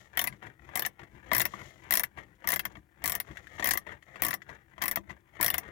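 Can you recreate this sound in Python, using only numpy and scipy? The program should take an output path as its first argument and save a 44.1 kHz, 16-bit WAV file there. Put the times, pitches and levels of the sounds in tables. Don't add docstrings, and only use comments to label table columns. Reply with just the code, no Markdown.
import sys
import numpy as np
from scipy import signal
from scipy.fft import rfft, irfft, next_fast_len
from scipy.io import wavfile
from scipy.ndimage import uniform_filter1d, map_coordinates

SR = 44100
rng = np.random.default_rng(int(sys.argv[2]) if len(sys.argv) > 2 else 0)


def inscribe(sig):
    pcm = np.round(np.clip(np.atleast_2d(sig).T, -1, 1) * 32767)
    wavfile.write(sys.argv[1], SR, pcm.astype(np.int16))


N = 251811
HIT = np.arange(5120) / SR

# f/Hz, level/dB, t60/s (time to fade by 60 dB)
PAWL_MODES = [(5650, -12.5, .028), (10150, -7.5, .031), (12950, -7, .024), (13300, -5, .024),
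              (14050, -4, .006), (14550, -6, .006), (15300, -7, .006)]
HEAD_MODES = [(1575, -9.5, 0.012), (1803, -2.5, 0.028), (1957, 2.5, 0.02), (2116, -6.5, 0.021),
              (2690, -16, 0.032), (3210, -10.5, 0.017)]
DASH_MODES = [(198.4, -22, 0.22), (333, -16, .08), (609, -7.5, 0.053), (694.4, 2, 0.036), (991, 2.5, 0.043),
              (1148, 2.5, 0.048)]
# f/Hz, level/dB
CLACK = [(800, -36), (1400, -2.5), (2000, 6), (2600, -8.5), (3300, -15.5), (4500, -13.5), (9000, -25.5)]
THUD = [(40, -43), (100, -13.5), (250, -2), (450, -11.5), (700, -0.5), (1150, 2), (1600, -15),
        (4000, -41.5)]
RUMBLE = [(20, -27), (40, -9), (62, 4), (95, -0.5), (135, 3.5), (165, -5.5), (195, -0.5), (240, -12.5),
          (330, -1.5), (480, -22), (1000, -48)]
HISS = [(1500, -20), (3200, 8), (4800, -3), (6800, 4.5), (9000, -13), (11000, -7), (15000, -15.5),
        (16500, -14.5)]
# first click t/s, teeth, gap at full speed/s, last gap/s, braking (0 = sudden stop, 1 = even gaps)
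SWINGS = [(.173, 5, .0165, .032, .6), (.7558, 5, .014, .0407, .51), (1.3326, 7, .0162, .037, .11),
          (1.908, 7, .0148, .0393, .36), (2.4737, 8, .0146, .0592, .42), (3.0405, 7, .0172, .049, .45),
          (3.6433, 7, .0129, .0385, .53), (4.2202, 7, .0135, .0325, .52), (4.8215, 6, .0133, .0462, .56),
          (5.4112, 6, .017, .022, .2), (5.542, 2, .039, .039, .5)]
# snap/dB, its change over the swing/dB, accent on every second tooth/dB,
# head ring/dB, dashboard knock/dB, rub/dB, rumble/dB, rubbing before the first click/s
EFFORT = [(-23.5, -0.5, 1, -27, -35.5, -48.5, -53.5, 0.017),
          (-26, 2.5, -3.5, -29, -36.5, -45, -50.5, 0.017), (-21.5, 5, 3, -27, -34.5, -43, -43, 0.011),
          (-19.5, -4, -1, -26.5, -36.5, -48.5, -52.5, 0.063), (-24, -5, 1, -27, -37, -51, -50.5, 0.046),
          (-24.5, 1, -1, -30.5, -37, -46, -47.5, 0.0081), (-22.5, 2, -2.5, -26, -32.5, -48.5, -49.5, 0.034),
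          (-25, -8, -3, -27.5, -35, -47.5, -46.5, 0.028),
          (-24, 6.5, -2.5, -28.5, -36.5, -47.5, -53.5, 0.0044),
          (-19.5, -3, 3.5, -26.5, -36, -44.5, -47.5, .005), (-22.5, -4, 6, -28.5, -36, -44.5, -46, .005)]
# socket catches t/s, wait until the bolt takes the load/s, knock/dB, rub/dB, rumble/dB
STROKES = [(.426, 0.042, -43, -48, -43.5), (0.994, 0.039, -46, -50.5, -48), (1.537, .078, -40, -52, -45),
           (2.174, 0.014, -42.5, -46, -47), (2.754, 0.015, -46, -73, -46),
           (3.288, 0.023, -47.5, -51.5, -45), (3.867, 0.055, -41, -46.5, -46),
           (4.492, 0.0071, -42, -56, -51), (5.097, 0.0084, -40.5, -49.5, -48),
           (5.633, 0.046, -47, -50.5, -46.5)]


def amp(db):
    return 10 ** (np.asarray(db) / 20)


def unit_rms(x):
    return x / np.sqrt(np.mean(x ** 2) + 1e-20)


def unit_energy(x):
    return x / np.linalg.norm(x, axis=-1, keepdims=True)


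def fade(t60):
    return np.exp(-np.log(1000) * HIT / t60)


def along(points, hz):
    f, value = np.transpose(points)
    return np.interp(np.log(hz + 1), np.log(f + 1), value)


def wobble(rate):
    points = rng.standard_normal(int(N * rate / SR) + 4)
    return map_coordinates(points, [np.arange(N) * rate / SR])


def filtered(x, response):
    size = next_fast_len(N + SR // 2)
    return irfft(rfft(x, size) * response(np.fft.rfftfreq(size, 1 / SR)), size)[..., :N]


def causal(colour):
    size = len(HIT)
    cepstrum = irfft(np.log(amp(along(colour, np.fft.rfftfreq(size, 1 / SR)))))
    cepstrum[1:size // 2] *= 2
    cepstrum[size // 2 + 1:] = 0
    return np.exp(rfft(cepstrum))


def rush(colour, apart):
    mid, side = filtered(rng.standard_normal((2, N)), lambda hz: amp(along(colour, hz)))
    return unit_rms(np.cos(apart) * mid + np.sin(apart) * np.array([side, -side]))


def still_air():
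    # f/Hz, level/dB
    hush = [(30, -13.5), (70, 10.5), (300, -21.5), (2000, -19.0), (4000, -22.0), (15000, -18)]
    return amp(-78) * rush(hush, apart=0.37)


def swells(starts, lengths, levels_db, rise, fall):
    t = np.arange(N) / SR
    power = np.zeros(N)
    for start, length, db in zip(starts, lengths, levels_db):
        near = slice(*np.searchsorted(t, [start - .5, start + length + .5]))
        before = np.maximum(start - t[near], 0)
        after = np.maximum(t[near] - start - length, 0)
        power[near] += amp(db - rise * before - fall * after) ** 2
    return power


def tooth_times(start, teeth, fast_gap, last_gap, braking):
    teeth_left = np.arange(round(teeth) - 1)[::-1]
    gaps = fast_gap + (last_gap - fast_gap) * np.clip(braking, 0, 1) ** teeth_left
    return start + np.append(0, np.cumsum(gaps))


def friction_levels():
    # t/s, length/s, hiss/dB, rub/dB, rumble/dB
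    slides = [(0, 0.03, -61.5, -57, -63.5), (0.305, 0.019, -69.5, -57, -48.5),
              (0.632, 0.079, -74, -58.5, -54.5), (1.148, 0.014, -70, -53.5, -49),
              (1.264, 0.054, -76, -51, -52), (1.456, 0.23, -58, -55, -55.5),
              (1.76, 0.25, -68.5, -61, -56.5), (2.243, 0.082, -81.5, -66, -59),
              (2.667, 0.057, -79, -61, -58), (3.272, 0.18, -67, -59.5, -58),
              (3.548, 0.16, -60.5, -47.5, -51), (4.091, .07, -69, -56, -63),
              (4.498, 0.035, -76, -50.5, -54.5), (4.713, 0.015, -87, -62.5, -60),
              (5.1, 0.019, -85, -58.5, -58), (5.354, .03, -91, -62, -62)]
    grip_rumble_db, grip_rub_db, grip_hiss_db = -65.5, -70.5, -87.5
    rumble_hold, rub_hold = .8, .73
    settle_s = 0.0023
    first, last = np.transpose([tooth_times(*swing)[[0, -1]] for swing in SWINGS])
    *_, swing_rub, swing_rumble, lead = np.transpose(EFFORT)
    caught, slack, _, stroke_rub, stroke_rumble = np.transpose(STROKES)
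    slid, length, slide_hiss, slide_rub, slide_rumble = np.transpose(slides)
    rumble = (amp(grip_rumble_db) ** 2
              + swells(first, rumble_hold * (last - first), swing_rumble, rise=270, fall=210)
              + swells(caught + slack, np.full_like(slack, settle_s), stroke_rumble, rise=330, fall=320)
              + swells(slid, length, slide_rumble, rise=260, fall=170))
    rub = (amp(grip_rub_db) ** 2
           + swells(first - lead, lead + rub_hold * (last - first), swing_rub, rise=345, fall=260)
           + swells(caught, slack + settle_s, stroke_rub, rise=830, fall=277)
           + swells(slid, length, slide_rub, rise=260, fall=170))
    hiss = amp(grip_hiss_db) ** 2 + swells(slid, length, slide_hiss, rise=260, fall=170)
    return 10 * np.log10([rumble, rub, hiss])


def friction():
    rumble_db, rub_db, hiss_db = friction_levels()
    pressure = wobble(130)
    rumble = amp(rumble_db) * rush(RUMBLE, apart=0.26)
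    rub = thread_slips(rub_db + 2.8 * pressure)
    grit = amp(rub_db - 20.5 + 6.2 * pressure) * rush(HISS, apart=1.0)
    hiss = amp(hiss_db + 1.8 * pressure + 1.3 * wobble(20)) * rush(HISS, apart=1.0)
    return rumble + rub + grit + hiss


def thread_slips(level_db):
    # f/Hz, level/dB
    rub_colour = [(200, -23), (450, -3), (730, -0.5), (1100, -2.5), (1400, -2.5), (2100, -0.5),
                  (2600, -11.5), (3400, -15), (4500, -32.5), (9000, -40.5)]
    slips_per_s, shaft_hz, width_hz = 1100, 1870, 260
    jerks = unit_rms((rng.random(N) < slips_per_s / SR) * rng.standard_normal(N))
    hz = np.fft.rfftfreq(len(HIT), 1 / SR)
    shaft = 1 + 1j * hz * width_hz / (shaft_hz ** 2 - hz ** 2 + 1j * hz * width_hz)
    one_slip = unit_energy(irfft(causal(rub_colour) * shaft))
    scrape = signal.oaconvolve(jerks * amp(level_db), one_slip)[:N]
    paths = cabin_echoes(count=5)
    shares = np.array([wobble(10) for _ in paths])
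    shares /= np.linalg.norm(shares, axis=0)
    echo = sum(share * signal.oaconvolve(scrape[None], path, axes=1)[:, :N]
               for share, path in zip(shares, paths))
    return scrape + amp(0.5) * echo


def cabin_echoes(count):
    # f/Hz, t60/s
    ring_times = [(150, 0.26), (700, 0.041), (2000, 0.044), (6000, 0.061), (14000, 0.049)]
    hz, t, noise = signal.stft(rng.standard_normal((count, 2, len(HIT))), SR, nperseg=128)
    decay = np.exp(-np.log(1000) * t / along(ring_times, hz)[:, None])
    tails = signal.istft(noise * decay, SR, nperseg=128)[1]
    return unit_energy(tails * (1 - np.exp(-HIT / 0.00037)))


def struck(times, levels_db, modes, colour, contact_t60, ring_db, echo_db, rise_s):
    count, size = len(times), len(HIT)
    attack = 1 - np.exp(-HIT / rise_s)
    chatter = unit_energy(np.sign(rng.standard_normal((count, size))) * attack * fade(contact_t60))
    response = causal(colour)
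    crack = irfft(rfft(chatter) * response / np.sqrt(np.mean(np.abs(response) ** 2)))
    ring = np.zeros((count, size))
    for hz, db, t60 in modes:
        strength, grip, side = rng.standard_normal((3, count, 1))
        pitch = hz + grip / t60
        ring += np.sign(side) * amp(db + 2 * strength) * fade(t60) * np.sin(2 * np.pi * pitch * HIT)
    direct = (crack + amp(ring_db) * unit_energy(ring * attack))[:, None]
    echo = signal.fftconvolve(direct, cabin_echoes(count), axes=-1)[..., :size]
    hits = direct + amp(echo_db)[:, None] * echo
    loudest = np.sqrt(uniform_filter1d(hits[:, 0] ** 2, size=441, axis=-1).max(axis=-1))
    out = np.zeros((2, N + size))
    for start, gain, hit in zip(times, amp(levels_db) / loudest, hits):
        out[:, round(start * SR):][:, :size] += gain * hit
    return out[:, :N]


def pawl_clicks():
    # share of the swing, snap/dB, head ring/dB, dashboard knock/dB
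    jolts = [(0, -0.3, 3.5, 3), (.5, 0.8, -2, -1), (1.001, -1.64, 0.5, -2.5)]
    where, snap_jolt, head_jolt, dash_jolt = np.transpose(jolts)
    scatter_db = 1.2
    rows = []
    for swing, (snap_db, change_db, accent_db, head_db, dash_db, *_) in zip(SWINGS, EFFORT):
        times = tooth_times(*swing)
        share = np.linspace(0, 1, len(times))
        accent = accent_db * (np.arange(len(times)) % 2 - .5)
        snap = snap_db + np.interp(share, where, snap_jolt) + change_db * (share - .5) + accent
        head = head_db + np.interp(share, where, head_jolt) - .6 * accent
        dash = dash_db + np.interp(share, where, dash_jolt)
        rows += zip(times, snap, head, dash)
    return np.array(rows) + scatter_db * rng.standard_normal(np.shape(rows)) * [0, 1, 1, 1]


def pawl():
    # f/Hz, level/dB
    snap_colour = [(2000, -20.5), (3200, -12.5), (5500, -14.5), (8000, -11.5), (11000, -10.5), (12500, -6),
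                   (14000, 2), (15400, 0), (16500, -21)]
    # t/s, level/dB
    wall_hits = [(.1745, -30), (.1925, -24), (.823, -34), (5.502, -29), (5.541, -30)]
    # f/Hz, level/dB, t60/s
    wall_modes = [(2715, -7.5, 0.0094), (3050, 7.5, 0.013), (3550, -22, 0.12)]
    times, snap_db, head_db, dash_db = pawl_clicks().T
    snap = struck(times, snap_db, PAWL_MODES, snap_colour,
                  contact_t60=0.003, ring_db=-6.5, echo_db=(-4, 4.5), rise_s=0.00077)
    head = struck(times, head_db, HEAD_MODES, CLACK,
                  contact_t60=0.013, ring_db=0.5, echo_db=(-0.5, 4.5), rise_s=0.0016)
    dash = struck(times, dash_db, DASH_MODES, THUD,
                  contact_t60=0.014, ring_db=6, echo_db=(-5.5, 1), rise_s=0.0024)
    wall = struck(*np.transpose(wall_hits), wall_modes, CLACK,
                  contact_t60=0.0068, ring_db=6.5, echo_db=(-23, -1.5), rise_s=0.0034)
    return snap + head + dash + wall


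def socket_knocks():
    # t/s, ring/dB, tick offset/dB, dashboard offset/dB
    stray_knocks = [(.264, -37.5, -11, -8), (.325, -42, -10, -9.5), (.69, -43.5, -13, -0.5),
                    (.752, -41, -12, -4), (.85, -25, -4, -16.5), (1.316, -20, -20, -1),
                    (1.403, -19.5, -1, -9.5), (1.537, -48, -19, 14.5), (2.443, -41, -13, 3),
                    (2.53, -22, -9, -9.5), (2.653, -28.5, -8, -8), (3.371, -34.5, -9, -27),
                    (3.47, -41, -9.5, -24), (3.596, -30, -4.5, -2), (3.625, -25, -11, -8),
                    (3.711, -21, 0.5, -13.5), (3.754, -30.5, -16, -4), (4.025, -48, -9, -14),
                    (4.158, -39.5, -14, -2), (4.33, -26, -9.5, -12), (4.419, -39.5, -12.5, -20),
                    (4.78, -43, -17, 1.5), (4.817, -29.5, 1, -7), (4.971, -30, -7, 3), (5.4, -35, -26, 6.5)]
    # ring above the stroke's knock/dB, tick offset/dB, dashboard offset/dB
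    catch = (1.04, -25, -2)
    bite = (0.63, -12.5, -5)
    rows = list(stray_knocks)
    for start, slack, db, _, _ in STROKES:
        for delay, (ring_db, tick_db, dash_db) in [(0, catch), (slack, bite)]:
            rows.append((start + delay, db + ring_db, tick_db, dash_db))
    return rows


def socket():
    times, db, tick_db, dash_db = np.transpose(socket_knocks())
    tick = struck(times, db + tick_db - 6.5, PAWL_MODES, HISS,
                  contact_t60=0.014, ring_db=-27.5, echo_db=(7, -5), rise_s=0.00034)
    head = struck(times, db - .6, HEAD_MODES, CLACK,
                  contact_t60=0.014, ring_db=7, echo_db=(-0.5, 1.5), rise_s=0.00023)
    dash = struck(times, db + dash_db - .6, DASH_MODES, THUD,
                  contact_t60=0.035, ring_db=8, echo_db=(-5, -1), rise_s=0.00056)
    shove = struck(times, db + dash_db - 12, DASH_MODES[:2], RUMBLE,
                   contact_t60=0.046, ring_db=3, echo_db=(-5.5, -5.5), rise_s=0.00052)
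    return tick + head + dash + shove


def scene():
    # f/Hz, loss/dB
    shade = [(60, 7.5), (250, 11.5), (600, 11), (1100, 13), (1900, 28), (3200, 18), (5600, 15), (7300, 23),
             (10000, 10.5), (11500, 8), (14500, 19.5)]
    lag_s = 0.000297
    left, right = pawl() + socket() + friction()
    right = filtered(right, lambda hz: amp(-along(shade, hz)) * np.exp(-2j * np.pi * hz * lag_s))
    return np.array([left, right]) + still_air()


def record(dry):
    top_hz = 16500
    return filtered(dry, lambda hz: 1 / np.sqrt(1 + (hz / top_hz) ** 120))


dry = scene()
out = record(dry)
inscribe(out)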